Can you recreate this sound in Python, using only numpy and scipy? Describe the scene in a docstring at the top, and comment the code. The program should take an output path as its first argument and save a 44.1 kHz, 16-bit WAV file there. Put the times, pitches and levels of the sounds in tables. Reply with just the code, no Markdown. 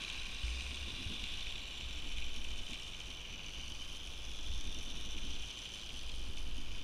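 """A zipline ride along a steel cable, heard from the seat. From the start a loaded sheave grinds on the
strands about 95 times a second and a loose one rattles, over rushing air and a faint electronic whine.
Wheel ticks cut in at once. Within half a second the headwind jolts the microphone's mount and a low hum
swells, returning near 2 s. By 3.3 s the loose sheave has spun down to a light rattle. A metallic ring
climbs to about 3.6 kHz and fades; then a steady ring near 3.06 kHz stands out as gusts buffet on."""
import sys
import numpy as np
from scipy import signal
from scipy.fft import rfft, irfft
from scipy.io import wavfile
from scipy.ndimage import uniform_filter1d

SR = 44100
rng = np.random.default_rng(int(sys.argv[2]) if len(sys.argv) > 2 else 0)


def inscribe(sig):
    """Save sig as 16-bit PCM at rate SR to the path in sys.argv[1].

    A 1-D sig is mono; a 2-D sig holds one channel per row.
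    Samples are clipped to [-1, 1] before scaling.
    """
    pcm = np.round(np.clip(np.atleast_2d(sig).T, -1, 1) * 32767)
    wavfile.write(sys.argv[1], SR, pcm.astype(np.int16))


N = 301203
TIME = np.arange(N) / SR

# The trolley's two faders. Each row: time in seconds, frame ring in dB, strand rasp in dB.
WHIR_FADERS = [(0, -44.5, -53.5), (0.33, -47, -56), (0.55, -47, -53.5), (0.8, -46.5, -56.0),
               (1.2, -46, -56.5), (1.45, -45.5, -55.5), (1.6, -47.5, -58.0), (2.62, -49, -57),
               (2.75, -48, -57.0), (2.9, -49.5, -57), (3.3, -50.0, -59), (3.65, -49.0, -56.0),
               (4.15, -51, -58.5), (4.65, -49.5, -55.5), (5.75, -48.5, -55.5), (6.3, -53, -58.5),
               (6.6, -52.5, -60.5), (6.83, -51, -60)]
# The trolley frame's resonances. Each row: pitch in Hz, width in Hz, relative level in dB
# under the loaded sheave, the same under the loose one.
FRAME_RESONANCES = [(2437, 464, -4, 1.5), (2805, 214, -5.5, -6), (3034, 168, 0.3, -5.5),
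                    (3277, 350, -5, -3.5), (3547, 255, -7.5, 2), (3912, 240, -10, -5)]
LOADED, LOOSE = 2, 3  # the two level columns


def from_db(db):
    """Decibels to gain."""
    return 10 ** (np.asarray(db) / 20)


def rms_one(x):
    """Scale to unit power."""
    return x / np.sqrt(np.mean(x ** 2) + 1e-20)


def in_time(rows):
    """Draw each column of an automation curve at every sample."""
    s, *columns = np.transpose(rows)
    return [np.interp(TIME, s, c) for c in columns]


def coloured(points):
    """Noise at unit power, shaped by an EQ curve."""
    hz, level_db = np.transpose(points)
    bins = np.maximum(np.arange(N // 2 + 1) * SR / N, 1)
    gain = from_db(np.interp(np.log(bins), np.log(hz), level_db)) / (1 + (bins / hz[-1] / 2) ** 2)
    return rms_one(irfft(rfft(rng.standard_normal(N)) * gain, N))


def drift(per_s):
    """A random wobble at unit power that heads for a new value this many times a second."""
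    knots = rng.standard_normal(4096)
    return rms_one(np.interp(TIME * per_s, np.arange(len(knots)), knots))


def steadied(x, seconds):
    """Keep the grain of x but hold its level at 1 over longer spans."""
    return x / np.sqrt(uniform_filter1d(x ** 2, max(int(seconds * SR), 2)) + 1e-9)


def resonance(x, hz, width):
    """A two-pole resonance applied twice, gain 1 at its peak."""
    r = np.exp(-np.pi * width / SR)
    section = [(1 - r * r) / 2, 0, -(1 - r * r) / 2, 1, -2 * r * np.cos(2 * np.pi * hz / SR), r * r]
    return signal.sosfilt([section, section], x + 1e-18)


def contacts(turns_per_s, swing_db, skew, uneven_db, per_s, size_db):
    """Tiny impacts of wheel on wire swell and ebb once a turn; no two turns are equally hard."""
    turn = np.cumsum(turns_per_s) / SR
    hardness = rng.standard_normal(2048)[turn.astype(int)]
    angle = 2 * np.pi * turn
    load = from_db(uneven_db * hardness - swing_db * (skew * np.sin(2 * angle) + np.cos(angle)))
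    sizes = from_db(size_db * np.minimum(rng.exponential(1, N), 4))
    return rms_one(load * sizes * (rng.random(N) < per_s / SR))


def loaded_sheave():
    """The wheel that carries the rider grinds on the strands in a dense, pulsing stream."""
    # Its speed. Each row: time in seconds, turns per second.
    speed_curve = [(0, 75), (0.7, 87), (1.6, 93), (2.3, 101), (2.8, 88.5), (3.2, 88.5), (3.65, 104),
                   (4.1, 95), (4.5, 94.5), (4.85, 97), (5.5, 114.6), (6.1, 94), (6.3, 83), (6.83, 92)]
    turns_per_s, = in_time(speed_curve)
    return contacts(turns_per_s, swing_db=5.0, skew=0.65, uneven_db=2.0, per_s=6000, size_db=2.0)


def loose_sheave(start_turns_per_s, decay_s):
    """The free wheel rattles as it spins down: its impacts, share of the whir and speed from 1 down."""
    # Faster spin, more rattle. Each row: turns per second, share of the power from 0 to 1.
    rattle_share = [(26, 0.16), (53, 0.75)]
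    spin = np.exp(-TIME / decay_s)
    turns_per_s = start_turns_per_s * spin
    rattle = contacts(turns_per_s, swing_db=1.5, skew=0.54, uneven_db=0.14, per_s=2600, size_db=3.0)
    return rattle, np.interp(turns_per_s, *np.transpose(rattle_share)), spin


def metal(impacts, modes, column, travel_s, wander_db, even_s, bite_db=0):
    """Impacts strike each mode with a new strength; bending waves bring the high ones first."""
    out = np.zeros(N)
    for mode in modes:
        hz, width = mode[:2]
        height = hz / FRAME_RESONANCES[0][0]
        struck = np.roll(impacts, int(travel_s * SR / np.sqrt(height))) * rng.standard_normal(N)
        # a harder bite gains most in the highest modes
        struck *= from_db(bite_db * height ** 2)
        # the wheel shifts in its groove and favours now one mode, now another
        out += from_db(mode[column] + wander_db * drift(1.797)) * rms_one(resonance(struck, hz, width))
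    return steadied(out, even_s)


def metallic_ring(impacts, hz, width, travel_s):
    """The impacts make a narrow resonance sing along a pitch curve."""
    carrier = np.exp(2j * np.pi * np.cumsum(hz) / SR)
    struck = np.roll(impacts, int(travel_s * SR)) * rng.standard_normal(N)
    r = np.exp(-np.pi * width / SR)
    ringing = carrier * signal.lfilter([1], [1, -2 * r, r * r], struck / carrier)
    return steadied(ringing.real, seconds=0.013)


def strand_rasp(grind, rattle, loose_gain):
    """The bright rasp of both sheaves, flaring when a flange bites into the strands."""
    # The trolley's treble resonances. Each row: pitch in Hz, width in Hz, relative level in dB
    # under the loaded sheave, the same under the loose one.
    modes = [(4314, 310, -2.5, 1.5), (4940, 810, -2.5, 4.5), (5580, 340, -3.5, 5), (6010, 530, 2, 3.5),
             (6515, 350, -6, -5), (7330, 780, -9, -0.5), (8730, 1340, -13.5, -1), (9475, 360, -12, -15.5),
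             (10050, 2500, -8.5, -24), (11050, 400, -43, -7)]
    bite_db = 0.099 * np.clip(drift(70), -2, 2)
    loaded = metal(grind, modes, LOADED, travel_s=.006, wander_db=-1.9, even_s=0.21, bite_db=bite_db)
    loose = metal(rattle, modes, LOOSE, travel_s=.001, wander_db=2.5, even_s=0.14, bite_db=bite_db / 2)
    return np.sqrt(1 - loose_gain ** 3) * loaded + np.sqrt(loose_gain ** 3) * loose


def seat_ring(impacts, ring_db, spin):
    """A little shaking travels down into the seat, most while the loose sheave spins fast."""
    # The seat frame's hollow notes. Each row: pitch in Hz, width in Hz, relative level in dB.
    modes = [(1077, 180, -10.5), (1536, 280, -10), (1907, 310, -11.5)]
    gain = from_db(ring_db - 19 + 6 * spin ** 2)
    return gain * metal(impacts, modes, column=2, travel_s=.001, wander_db=0.5, even_s=0.054)


def trolley(ring_trim_db, rasp_trim_db):
    """Both sheaves sound the same frame, each with its own beat and colour."""
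    # A metallic ring climbs to about 3.6 kHz and fades; then a steady one near 3.06 kHz stands out.
    # Each row: time in seconds, pitch in Hz, level in dB against the frame.
    sing_curve = [(0, 2724, -10), (1.3, 2940, -10.5), (2.4, 2814, -20), (3.3, 2910, -9.5),
                  (3.7, 2960, -3.5), (4.15, 3300, -7), (4.65, 3570, -4), (5.15, 3555, -14),
                  (5.35, 3067, -11), (6.83, 3056, -6.5)]
    sing_hz, sing_db = in_time(sing_curve)
    ring_db, rasp_db = in_time(WHIR_FADERS)
    grind = loaded_sheave()
    rattle, share, spin = loose_sheave(start_turns_per_s=97, decay_s=2.5)
    loose, loaded = np.sqrt([share, 1 - share])  # equal-power crossfade
    both = loaded * grind + loose * rattle
    frame = loaded * metal(grind, FRAME_RESONANCES, LOADED, travel_s=.006, wander_db=1.8, even_s=0.08)
    frame += loose * metal(rattle, FRAME_RESONANCES, LOOSE, travel_s=.001, wander_db=1.8, even_s=0.26)
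    sing = from_db(sing_db) * metallic_ring(both, sing_hz, width=180, travel_s=0.0054)
    ring = (frame + sing) / np.sqrt(1 + from_db(sing_db) ** 2)
    rasp = strand_rasp(grind, rattle, loose)
    overtone = from_db(sing_db - 3.7) * metallic_ring(both, 1.58 * sing_hz, width=380, travel_s=.004)
    whir = from_db(ring_db + ring_trim_db) * ring + from_db(rasp_db + rasp_trim_db) * (rasp + overtone)
    # the small frame radiates little below its lowest mode
    whir = signal.sosfilt(signal.butter(10, 2160, "high", fs=SR, output="sos"), whir)
    return whir + seat_ring(both, ring_db, spin)


def headwind(shedding_hz, wander, squareness, boom_puff_db, flutter_puff_db):
    """Eddies shed by the rider flip the pressure to and fro, boom in the mount and flutter at the port."""
    # The wind's strength. Each row: time in seconds, level in dB.
    gusts = [(0, -62), (0.2, -45), (0.7, -51), (1.5, -43), (1.7, -53.5), (2.2, -34), (2.6, -39),
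             (2.72, -49), (3.3, -52.5), (3.85, -44.5), (4.05, -50), (4.6, -34), (4.8, -40.5), (5.4, -36.0),
             (5.55, -66), (6.05, -40.0), (6.55, -34.0), (6.83, -38.0)]
    # The flutter's fader. Each row: time in seconds, level in dB.
    flutter_fader = [(0, -55.5), (.2, -65), (.88, -59), (1.11, -50), (1.27, -66), (2.3, -59), (4.1, -64),
                     (4.55, -56.5), (5.37, -53.5), (5.52, -68), (6.25, -55), (6.83, -54.5)]
    # The mount's deep boom. Each row: frequency in Hz, relative level in dB.
    boom_eq = [(15, -10.5), (30, 8), (39, -6), (50, 6), (60, 3), (72, -7), (100, -15.5), (160, -25),
               (400, -41)]
    # The low-mid flutter at the microphone's port. Each row: frequency in Hz, relative level in dB.
    flutter_eq = [(50, 1.5), (110, -4), (190, -2.5), (240, 0.5), (285, -1.5), (350, -6.5), (500, -18),
                  (1000, -29), (3000, -53)]
    gust_db = in_time(gusts)[0] + 44  # against an ordinary breeze at -44 dB
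    flutter_db, = in_time(flutter_fader)
    eddy = np.sin(2 * np.pi * np.cumsum(shedding_hz * (1 + wander * drift(14))) / SR)
    buffet = from_db(-44 + 0.94 * gust_db) * rms_one(np.tanh(squareness * eddy))
    puffs = eddy + 0.73 * drift(18)
    boom = from_db(-49.3 + 0.39 * gust_db) * steadied(coloured(boom_eq), seconds=0.167)
    boom *= rms_one(from_db(boom_puff_db * puffs))
    flutter = from_db(flutter_db) * steadied(coloured(flutter_eq), seconds=0.11)
    flutter *= rms_one(from_db(flutter_puff_db * puffs))
    return buffet + boom + flutter


def air(level_db):
    """A soft, broad rush that rises a little with the whir."""
    # The colour of the rush. Each row: frequency in Hz, relative level in dB.
    air_eq = [(100, 11.5), (450, 3.5), (850, 1), (1100, 0), (1300, -0.5), (1550, -3), (2000, -5),
              (4000, -5), (8000, -16), (11500, -23.5), (12300, -26), (14500, -18)]
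    ring_db, _ = in_time(WHIR_FADERS)
    return from_db(level_db + 0.12 * (ring_db - ring_db.mean())) * coloured(air_eq)


def whine():
    """The camera's electronics whine faintly, high in the treble."""
    # Thin, steady tones. Each row: pitch in Hz, rms level in dB.
    tones = [(11688, -88), (11718, -85.5), (14625, -93), (14655, -94)]
    return sum(np.sqrt(2) * from_db(db) * np.sin(2 * np.pi * (hz * TIME + rng.random()))
               for hz, db in tones)


def stray_ticks(per_s, over_ring_db, spread_db):
    """Cues for lesser knocks at random moments, their level riding on the frame's ring."""
    ring_db, _ = in_time(WHIR_FADERS)
    moments = np.flatnonzero(rng.random(N) < per_s / SR)
    level_db = ring_db + over_ring_db + spread_db * rng.standard_normal(N)
    return [(TIME[at], level_db[at]) for at in moments]


def wheel_ticks(trim_db, crack_lag_s):
    """Hard single knocks: a bright edge runs ahead, then a crack and a short ring of the frame."""
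    # The hardest knocks. Each row: start in seconds, level in dB before the trim and low cut.
    hard_ticks = [(0.0992, -28), (0.4803, -30), (0.6075, -29), (1.2391, -28), (1.269, -31), (1.4684, -30),
                  (1.8098, -32), (2.1829, -31), (2.2223, -31), (2.7327, -29), (2.7566, -32), (5.1801, -35),
                  (5.905, -36), (6.0916, -36), (6.3734, -35)]
    out = np.zeros(N + SR)
    knock = signal.unit_impulse(SR // 20)
    edge = from_db(-19) * resonance(knock, hz=7000, width=2600)
    crack = resonance(knock, hz=2610, width=960)
    for s, level_db in list(hard_ticks) + stray_ticks(per_s=2.0, over_ring_db=10.5, spread_db=1.5):
        tail = sum(resonance(knock, hz, width) * from_db(db) * rng.standard_normal()
                   for hz, width, _, db in FRAME_RESONANCES)
        tick = edge + np.roll(crack + from_db(0.5) * tail, int(crack_lag_s * SR))
        at = round(s * SR)
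        out[at:at + len(tick)] += from_db(level_db + trim_db) * tick / np.abs(tick).max()
    return signal.sosfilt(signal.butter(8, 2150, "high", fs=SR, output="sos"), out[:N])


def mount_jolts(attack_s):
    """A sharp gust sets the microphone's mount swinging with a low thump."""
    # The thumps. Each row: start in seconds, level in dB, pitch in Hz, seconds to fall by 60 dB.
    thumps = [(0.436, -29.5, 58.4, 0.36), (1.061, -32, 86, 0.12), (4.5, -36, 70, 0.28),
              (6.292, -31, 49.7, 0.14)]
    out = np.zeros(N)
    for s, db, hz, t60 in thumps:
        age = np.maximum(TIME - s, 0)
        envelope = np.exp(-np.log(1000) * age / t60) * (1 - np.exp(-age / attack_s))
        out -= from_db(db) * envelope * np.sin(2 * np.pi * hz * age)
    return out


def low_hums(waver, flicker, attack_s, release_s):
    """Twice a low, unsteady hum near 60 Hz swells, holds and fades."""
    # The notes. 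Each row: start in seconds, seconds until the release, first pitch in Hz,
    # last pitch in Hz, held level in dB.
    notes = [(0.436, 0.363, 63.03, 67.4, -46.5), (1.82, 0.33, 57.8, 56.7, -48)]
    out = np.zeros(N)
    for s, length, first_hz, last_hz, db in notes:
        hz = np.interp(TIME, [s, s + length], [first_hz, last_hz]) * (1 + waver * drift(16))
        swell = np.clip((TIME - s) / attack_s, 0, 1)
        fade = np.exp(-np.maximum(TIME - s - length, 0) / release_s)
        envelope = swell * fade * (1 + flicker * drift(5.4))
        out += np.sqrt(2) * from_db(db) * envelope * np.sin(2 * np.pi * np.cumsum(hz) / SR)
    return out


def scene():
    """Trolley and wind in open air: a mono mix with no echo."""
    mix = trolley(ring_trim_db=0.15, rasp_trim_db=-0.72)
    mix += headwind(shedding_hz=9.3, wander=0.172, squareness=2.36, boom_puff_db=1.0, flutter_puff_db=4.5)
    mix += air(level_db=-56.5) + whine()
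    mix += wheel_ticks(trim_db=-1.5, crack_lag_s=.0005)
    mix += mount_jolts(attack_s=0.0021)
    mix += low_hums(waver=0.041, flicker=0.23, attack_s=0.062, release_s=0.15)
    return mix[None]


def record(dry):
    """A steep high cut at 15.2 kHz."""
    return signal.sosfilt(signal.ellip(12, .1, 80, 15200, fs=SR, output="sos"), dry)


dry = scene()
out = record(dry)
inscribe(out)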